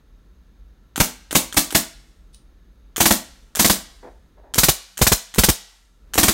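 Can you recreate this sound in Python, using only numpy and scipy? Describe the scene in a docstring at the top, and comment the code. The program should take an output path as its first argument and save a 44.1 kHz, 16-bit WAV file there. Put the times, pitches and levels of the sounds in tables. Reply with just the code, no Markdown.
"""An air-driven airsoft engine is dry-fired in the hand above a wooden desk, over room rumble and a faint fan.
First come four single shots, then a trigger let go, two bursts of three, a hand rubbing the housing, four more bursts.
The front hand is away for the first three of those four; two of them carry the strongest pressure waves.
Each pull: valve and nozzle click, then fixed-rate shots of filtered noise (air) and struck modes (housing).
Each shot also sends a slowing swing of pressure over the microphone; a small room answers, a limiter holds peaks."""
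import sys
import numpy as np
from scipy import signal
from scipy.fft import rfft, irfft
from scipy.io import wavfile
from scipy.ndimage import uniform_filter1d, minimum_filter1d

SR = 44100
rng = np.random.default_rng(int(sys.argv[2]) if len(sys.argv) > 2 else 0)


def wav_out(sig):
    """Save sig, one row per channel (or a flat mono array), as 16-bit PCM at SR to the path in sys.argv[1]."""
    wavfile.write(sys.argv[1], SR, np.round(np.clip(np.atleast_2d(sig).T, -1, 1) * 32767).astype(np.int16))


N = 279168
TIME_S = np.arange(N) / SR
AGE_S = TIME_S[:SR // 4]

# Trigger pulls. Each row: start in seconds, shots fired, valve click in relative dB, air jet in relative dB,
# extra pressure wave from aiming near the microphone in dB.
PULLS = [(0.9592, 1, -14, -2, 9.5), (1.3095, 1, -14.5, -1, -2), (1.5255, 1, -20, 0, 2.5),
         (1.7063, 1, -18, -1, -1.5), (2.9616, 3, -15.5, 0.5, 0.5), (3.5513, 3, -15, 0.5, -1),
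         (4.5385, 3, -15.5, 3.5, 8.5), (4.9726, 3, -20.5, 2.5, 16.5), (5.3407, 3, -22, 2, 18),
         (6.1362, 3, -16, -1, 3.5)]
# Share of that extra wave carried by the first, second and third shot.
WAVE_SHARES = [1, .15, 0.79]
# Front hand cupping the gun. Each row: time in seconds, share (1 cupped, 0 away).
CUPPED_SHARE = [(4.1, 1), (4.3, 0), (5.7, 0), (5.9, 1)]
# Hand slides on the housing. Each row: start in seconds, relative level in dB, rise in seconds, fall in seconds.
RUBS = [(4.028, -33, 0.0011, 0.046), (4.059, -38.5, 0.00089, 0.044), (4.37, -49, .003, .06),
        (4.429, -46.5, 0.0075, 0.091)]
# Trigger let go. Each row: time in seconds, relative level in dB.
TRIGGER_RELEASES = [(2.3454, -38.5)]

# Ringing modes: housing over the desk, hollow between gun, hands and desk, metal parts of the valve.
# Each row: frequency in Hz, relative level in dB, 60 dB decay time in seconds.
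HOUSING_MODES = [(525, -4, 0.089), (627, -6, 0.2), (675, -6, 0.22), (768, -6.5, .15), (858, -8, .14),
                 (980, -7, 0.1), (1100, -5, .2)]
HOLLOW_MODES = [(164, -10, 0.29), (190.6, -5, 0.21), (215.3, -2, .18), (246.5, -6.5, 0.26),
                (286, -2.5, 0.2), (331.6, -1, .16)]
VALVE_MODES = [(1330, -4, 0.011), (1640, -0.5, 0.011), (1880, -6, 0.022), (3100, 0, .03), (3520, -2, 0.024),
               (4400, -7, 0.034), (6760, -3, 0.028), (8700, 3, .025)]

# Spectra: air jet, puff eddies at the microphone, housing knock, valve, nozzle stop, nozzle seating,
# skin on the housing, trigger latch, room rumble. Each row: frequency in Hz, relative level in dB.
JET_SPECTRUM = [(150, -30), (600, -15), (1500, -5), (2600, -8), (3700, -0.5), (4900, -0.5), (6300, 1.5),
                (9300, 0.5), (10300, -3), (11800, 0), (15500, -3.5)]
EDDY_SPECTRUM = [(40, -13.5), (90, -7.5), (170, 1), (240, -4), (340, -11), (700, -10), (1500, -18.5),
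                 (4000, -32)]
KNOCK_SPECTRUM = [(40, -14.5), (120, -13.5), (195, 3.5), (290, -4), (420, -4), (780, -1.5), (1300, -6),
                  (2600, -6), (4000, -11), (8000, -19.5), (15000, -30.5)]
VALVE_SPECTRUM = [(150, -7), (550, -11), (1500, 0), (2400, -14), (3200, -1), (4800, -12), (6200, -6.5),
                  (9000, -7.5), (12000, -17.5), (16000, -23.5)]
NOZZLE_SPECTRUM = [(200, -16.5), (600, -17.5), (1150, -11), (2500, -6), (4800, -11), (6300, -3),
                   (9000, -4.5), (10300, -14.5), (11500, -7), (16000, -10)]
SEAT_SPECTRUM = [(60, -18), (250, -2), (500, -6), (1300, -11), (2400, -20), (5000, -23), (9000, -13),
                 (15000, -20)]
SKIN_SPECTRUM = [(150, -20.5), (280, -2.5), (620, 1.5), (950, -3.5), (1300, -17), (1700, -12.5),
                 (2800, -33), (9000, -51)]
LATCH_SPECTRUM = [(500, -28.5), (1900, -22.5), (2900, -3), (5200, 0), (7500, -11), (9500, 3), (11500, -18),
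                  (16000, -18)]
RUMBLE_SPECTRUM = [(20, -24.5), (32, -7), (46, 3.5), (62, -5.5), (85, -19.5), (125, -20.5), (220, -22),
                   (450, -30), (750, -38.5), (1400, -39), (2600, -46), (4200, -46.5), (7500, -56.5),
                   (15500, -56)]

# Rumble level. Each row: time in seconds, level in dB.
RUMBLE_LEVEL = [(4.4, -48.5), (5.2, -68.5), (5.75, -63.5), (6.1, -45)]
# Fan hum and whine. Each row: frequency in Hz, width in Hz, level in dB.
FAN_BANDS = [(45, 7, -61), (185, 5, -72), (1340, 70, -79), (1730, 110, -82), (3736, 400, -81.5),
             (6430, 520, -83.5), (11400, 60, -91)]
# Near reflections of the room, then its longer tail.
# Each row: frequency in Hz, relative level in dB, 60 dB decay time in seconds.
NEAR_BANDS = [(70, -16.5, .3), (220, -10, 0.27), (600, -7, 0.3), (1490, -11.5, 0.39), (4000, -7.5, 0.27),
              (8100, -6.5, 0.29), (15000, -5, 0.11)]
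TAIL_BANDS = [(200, -34.5, 0.63), (1400, -27, 1), (4240, -17.5, 0.68), (7800, -31, 0.99),
              (15000, -42, 0.92)]

# Valve click to first shot, time between shots, time the valve stays open.
DELAY_S, CYCLE_S, OPEN_S = .0434, .0514, .012
# Line pressure sags through a burst: each further shot is weaker and vents for longer.
JET_SAG_DB, KNOCK_SAG_DB, OPEN_GROWTH_S = 2.5, 0.73, .0022
# Relative levels of the knock and of the pressure wave that every shot has.
KNOCK_DB, WAVE_DB = -14.5, -20
# Relative to the valve click: nozzle stop in single and burst fire, seating knock.
STOP_SINGLE_DB, STOP_BURST_DB, SEAT_DB = -2.5, 5, -3.5
# Shot level into the near reflections; its change for jet and knock with the front hand away.
NEAR_DB, AWAY_JET_DB, AWAY_KNOCK_DB = -2, -2.5, -7.5
TOP_HZ = 15850


def shots():
    """Every shot of every pull: start s, place in its burst, air jet dB, pressure wave dB."""
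    return [(s + DELAY_S + k * CYCLE_S, k, jet_db - k * JET_SAG_DB, WAVE_DB + aim_db * WAVE_SHARES[k])
            for s, count, _, jet_db, aim_db in PULLS for k in range(round(count))]


def jet(rise_s=0.0004, close_s=0.0028, drain_s=0.026, drain_db=-12, cupped_db=8, flutter_db=2.5):
    """Air rushes out while the valve is open, then the chamber drains; cupped, more of the hiss lingers."""
    flow = np.zeros(N)
    for s, k, db, _ in shots():
        shut_s = np.maximum(AGE_S - OPEN_S - k * OPEN_GROWTH_S, 0)
        share = min(undb(drain_db + cupped_db * cupped(s)), 1)
        closing = (1 - share) * np.exp(-shut_s / close_s)
        draining = share * np.exp(-shut_s / drain_s)
        gate = (1 - np.exp(-AGE_S / rise_s)) * (closing + draining)
        add(flow, s, undb(db - 9.5) * gate)
    turbulence = unit(uniform_filter1d(rng.standard_normal(N), size=60))
    return colour(noise(flow * undb(flutter_db * turbulence)), JET_SPECTRUM)


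def knocks(rebound_s=.0048, rebound_db=-1):
    """The piston slams home and rebounds; the housing rings, and so does the hollow while the hand closes it."""
    rattle, force = np.zeros((2, N))
    for s, k, _, _ in shots():
        db = KNOCK_DB - k * KNOCK_SAG_DB
        rebound_lag_s = rebound_s * (1 + .15 * rng.standard_normal())
        for lag_s, blow_db in ((0, db), (rebound_lag_s, db + rebound_db)):
            blow = click(fall_s=0.0045, tail_db=-20.0 + 4.2 * cupped(s), tail_s=.027)
            add(rattle, s + lag_s, undb(blow_db + 5.5) * blow)
        add(force, s, undb(db) * push(width_s=0.00011))
    closed = cupped(TIME_S)
    housing = undb(-7.5 + 3 * closed) * ring(force, HOUSING_MODES)
    hollow = undb(1.0) * ring((force + 0.17 * rattle) * closed, HOLLOW_MODES)
    return colour(rattle, KNOCK_SPECTRUM) + housing + hollow


def buffets(start_hz=670, end_hz=20, glide_s=.0009, cupped_glide_s=.00055, hold_s=0.0042, fall_s=0.012,
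            eddy_s=.004, lead_s=0.0015, lead_db=-6):
    """A short low swell leads into each shot's pressure swing, which slows as it fades, with eddies on top."""
    swell = np.exp(-np.maximum(AGE_S - hold_s, 0) / fall_s)
    wave, eddies = np.zeros((2, N))
    for s, _, _, db in shots():
        # Cupped, the swing slows sooner and the eddies are weaker.
        slowing_s = glide_s + (cupped_glide_s - glide_s) * cupped(s)
        slowing_s *= np.exp(0.09 * rng.standard_normal())
        hz = end_hz + (start_hz - end_hz) / (1 + AGE_S / slowing_s)
        lead = np.exp(-(2 * (AGE_S / lead_s - 1)) ** 2)
        add(wave, s - 2 * lead_s, undb(db + lead_db) * lead)
        add(wave, s, undb(db + 0.5) * swell * np.sin(2 * np.pi * np.cumsum(hz) / SR))
        add(eddies, s, undb(.5 * db - 9.0 - 2.6 * cupped(s)) * noise(push(width_s=eddy_s)))
    return wave + colour(eddies, EDDY_SPECTRUM)


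def mechanism(stop_s=.0061, seat_s=.0187, crack_s=.0405):
    """Valve snaps and rings, nozzle hits its stop and seats, air begins to leak just before the shot."""
    snap, valve, nozzle, seat = np.zeros((4, N))
    for s, count, db, _, _ in PULLS:
        stop_db = STOP_BURST_DB if round(count) > 1 else STOP_SINGLE_DB
        add(snap, s, undb(db + 2.5) * push(width_s=.00003))
        add(valve, s, undb(db - 7.0) * click(fall_s=0.0012, tail_db=-10.5, tail_s=0.02))
        add(nozzle, s + stop_s, undb(db + stop_db) * click(fall_s=0.0005, tail_db=-17.5, tail_s=0.063))
        add(seat, s + seat_s, undb(db + SEAT_DB) * click(fall_s=0.0018, tail_db=-6.5, tail_s=0.0062))
        add(nozzle, s + crack_s, undb(db - 2.5) * click(fall_s=0.0022, tail_db=-10.5, tail_s=0.0068))
    contacts = colour(valve, VALVE_SPECTRUM) + colour(nozzle, NOZZLE_SPECTRUM) + colour(seat, SEAT_SPECTRUM)
    hollow = undb(-23.5) * ring(seat * cupped(TIME_S), HOLLOW_MODES)
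    return contacts + ring(snap, VALVE_MODES) + hollow


def handling(grain_db=2.0):
    """Skin drags over the housing in small slips; the trigger slides and springs back."""
    drag, latch = np.zeros((2, N))
    for s, db, rise_s, fall_s in RUBS:
        stroke = (1 - np.exp(-AGE_S / rise_s)) * np.exp(-(AGE_S / fall_s) ** 2)
        add(drag, s, undb(db - 4.5) * noise(stroke))
    slips = undb(grain_db * unit(uniform_filter1d(rng.standard_normal(N), size=120)))
    for s, db in TRIGGER_RELEASES:
        add(latch, s - .018, undb(db - 19.0) * noise(push(width_s=0.017)))
        add(latch, s, undb(db) * click(fall_s=0.0017, tail_db=-18.0, tail_s=0.013))
    return colour(drag * slips, SKIN_SPECTRUM) + colour(latch, LATCH_SPECTRUM)


def reverberate(x, bands, gap_s, build_s, wander_hz=.3):
    """Diffuse reflections; as the gun wanders, one pattern of them blends into another."""
    t = TIME_S[:SR]
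    hz = np.fft.rfftfreq(SR, 1 / SR)
    scatter = rfft(rng.standard_normal((2, SR)))
    responses = np.zeros((2, SR))
    for k, (_, db, t60_s) in enumerate(bands):
        # Overlapping bands: share is 1 at this band's frequency, 0 at its neighbours'.
        share = along(hz, [(row[0], j == k) for j, row in enumerate(bands)])
        decay = undb(-60 * t / t60_s) * (1 - np.exp(-np.maximum(t - gap_s, 0) / build_s))
        responses += undb(db) * irfft(scatter * share) * decay / np.linalg.norm(decay)
    turn = 2 * np.pi * wander_hz * TIME_S
    blends = np.cos(turn), np.sin(turn)
    return sum(signal.fftconvolve(x * blend, response)[:N] for blend, response in zip(blends, responses))


def background():
    """Low room rumble with the hum and faint whine of a fan, as noise in resonant bands."""
    hz = np.fft.rfftfreq(N, 1 / SR)
    fan = np.zeros(N)
    for centre_hz, width_hz, db in FAN_BANDS:
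        resonance = 1 / (1 + (2 * (hz - centre_hz) / width_hz) ** 2)
        fan += undb(db) * unit(irfft(rfft(rng.standard_normal(N)) * resonance, N))
    level_db = np.interp(TIME_S, *np.transpose(RUMBLE_LEVEL))
    return fan + colour(noise(undb(level_db)), RUMBLE_SPECTRUM)


def cupped(s):
    """How far the front hand closes round the gun at time s."""
    return np.interp(s, *np.transpose(CUPPED_SHARE))


def ring(force, modes):
    """Decaying modes of alternating sign, set going by every blow."""
    response = np.zeros(len(AGE_S))
    for k, (hz, db, t60_s) in enumerate(modes):
        response += (-1) ** k * undb(db - 60 * AGE_S / t60_s) * np.cos(2 * np.pi * hz * AGE_S)
    return signal.fftconvolve(force, response / np.linalg.norm(response))[:N]


def click(fall_s, tail_db, tail_s):
    """A hard contact and the short chatter that follows it."""
    return noise(np.exp(-AGE_S / fall_s) + undb(tail_db) * np.exp(-AGE_S / tail_s))


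def push(width_s):
    """A smooth one-sided force pulse of height 1, peaking at width_s."""
    return AGE_S / width_s * np.exp(1 - AGE_S / width_s)


def noise(envelope):
    """White noise under an envelope."""
    return envelope * rng.standard_normal(len(envelope))


def colour(x, points, size=4096):
    """Causal minimum-phase filter of unit power gain with the given spectrum."""
    cepstrum = irfft(np.log(undb(along(np.fft.rfftfreq(size, 1 / SR), points))))
    # Fold the cepstrum onto positive time.
    cepstrum[1:size // 2] *= 2
    cepstrum[size // 2 + 1:] = 0
    response = irfft(np.exp(rfft(cepstrum)))
    return signal.fftconvolve(x, response / np.linalg.norm(response))[:len(x)]


def along(hz, table, axis=1):
    """Read one column of a table on a log-frequency axis."""
    table = np.asarray(table, float)
    return np.interp(np.log(np.maximum(hz, 1)), np.log(table[:, 0]), table[:, axis])


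def add(track, s, sound):
    """Mix a sound into the track at s seconds."""
    i = int(s * SR)
    track[i:i + len(sound)] += sound[:N - i]


def unit(x):
    """Scale to rms 1."""
    return x / np.sqrt(np.mean(x ** 2))


def undb(db):
    """Decibels to gain."""
    return 10 ** (np.asarray(db) / 20)


def scene():
    """Gun and hands in the room; with the hand away, less of the shot is thrown back from close by."""
    air, body, small = jet(), knocks(), mechanism() + handling()
    direct = air + body + small
    away = 1 - cupped(TIME_S)
    thrown = air * undb(AWAY_JET_DB * away) + body * undb(AWAY_KNOCK_DB * away)
    near = reverberate(undb(NEAR_DB) * thrown + small, NEAR_BANDS, gap_s=0.004, build_s=0.0031)
    far = reverberate(direct, TAIL_BANDS, gap_s=0.0058, build_s=0.0071)
    return (direct + near + far + buffets() + background())[None]


def record(dry, ceiling=0.85):
    """A fast look-ahead limiter holds the peaks, then a steep low-pass cuts the top."""
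    gain = minimum_filter1d(ceiling / np.maximum(np.abs(dry), ceiling), size=45)
    limited = dry * uniform_filter1d(gain, size=45)
    return signal.sosfilt(signal.ellip(12, .2, 70, TOP_HZ, fs=SR, output="sos"), limited)


dry = scene()
out = record(dry)
wav_out(out)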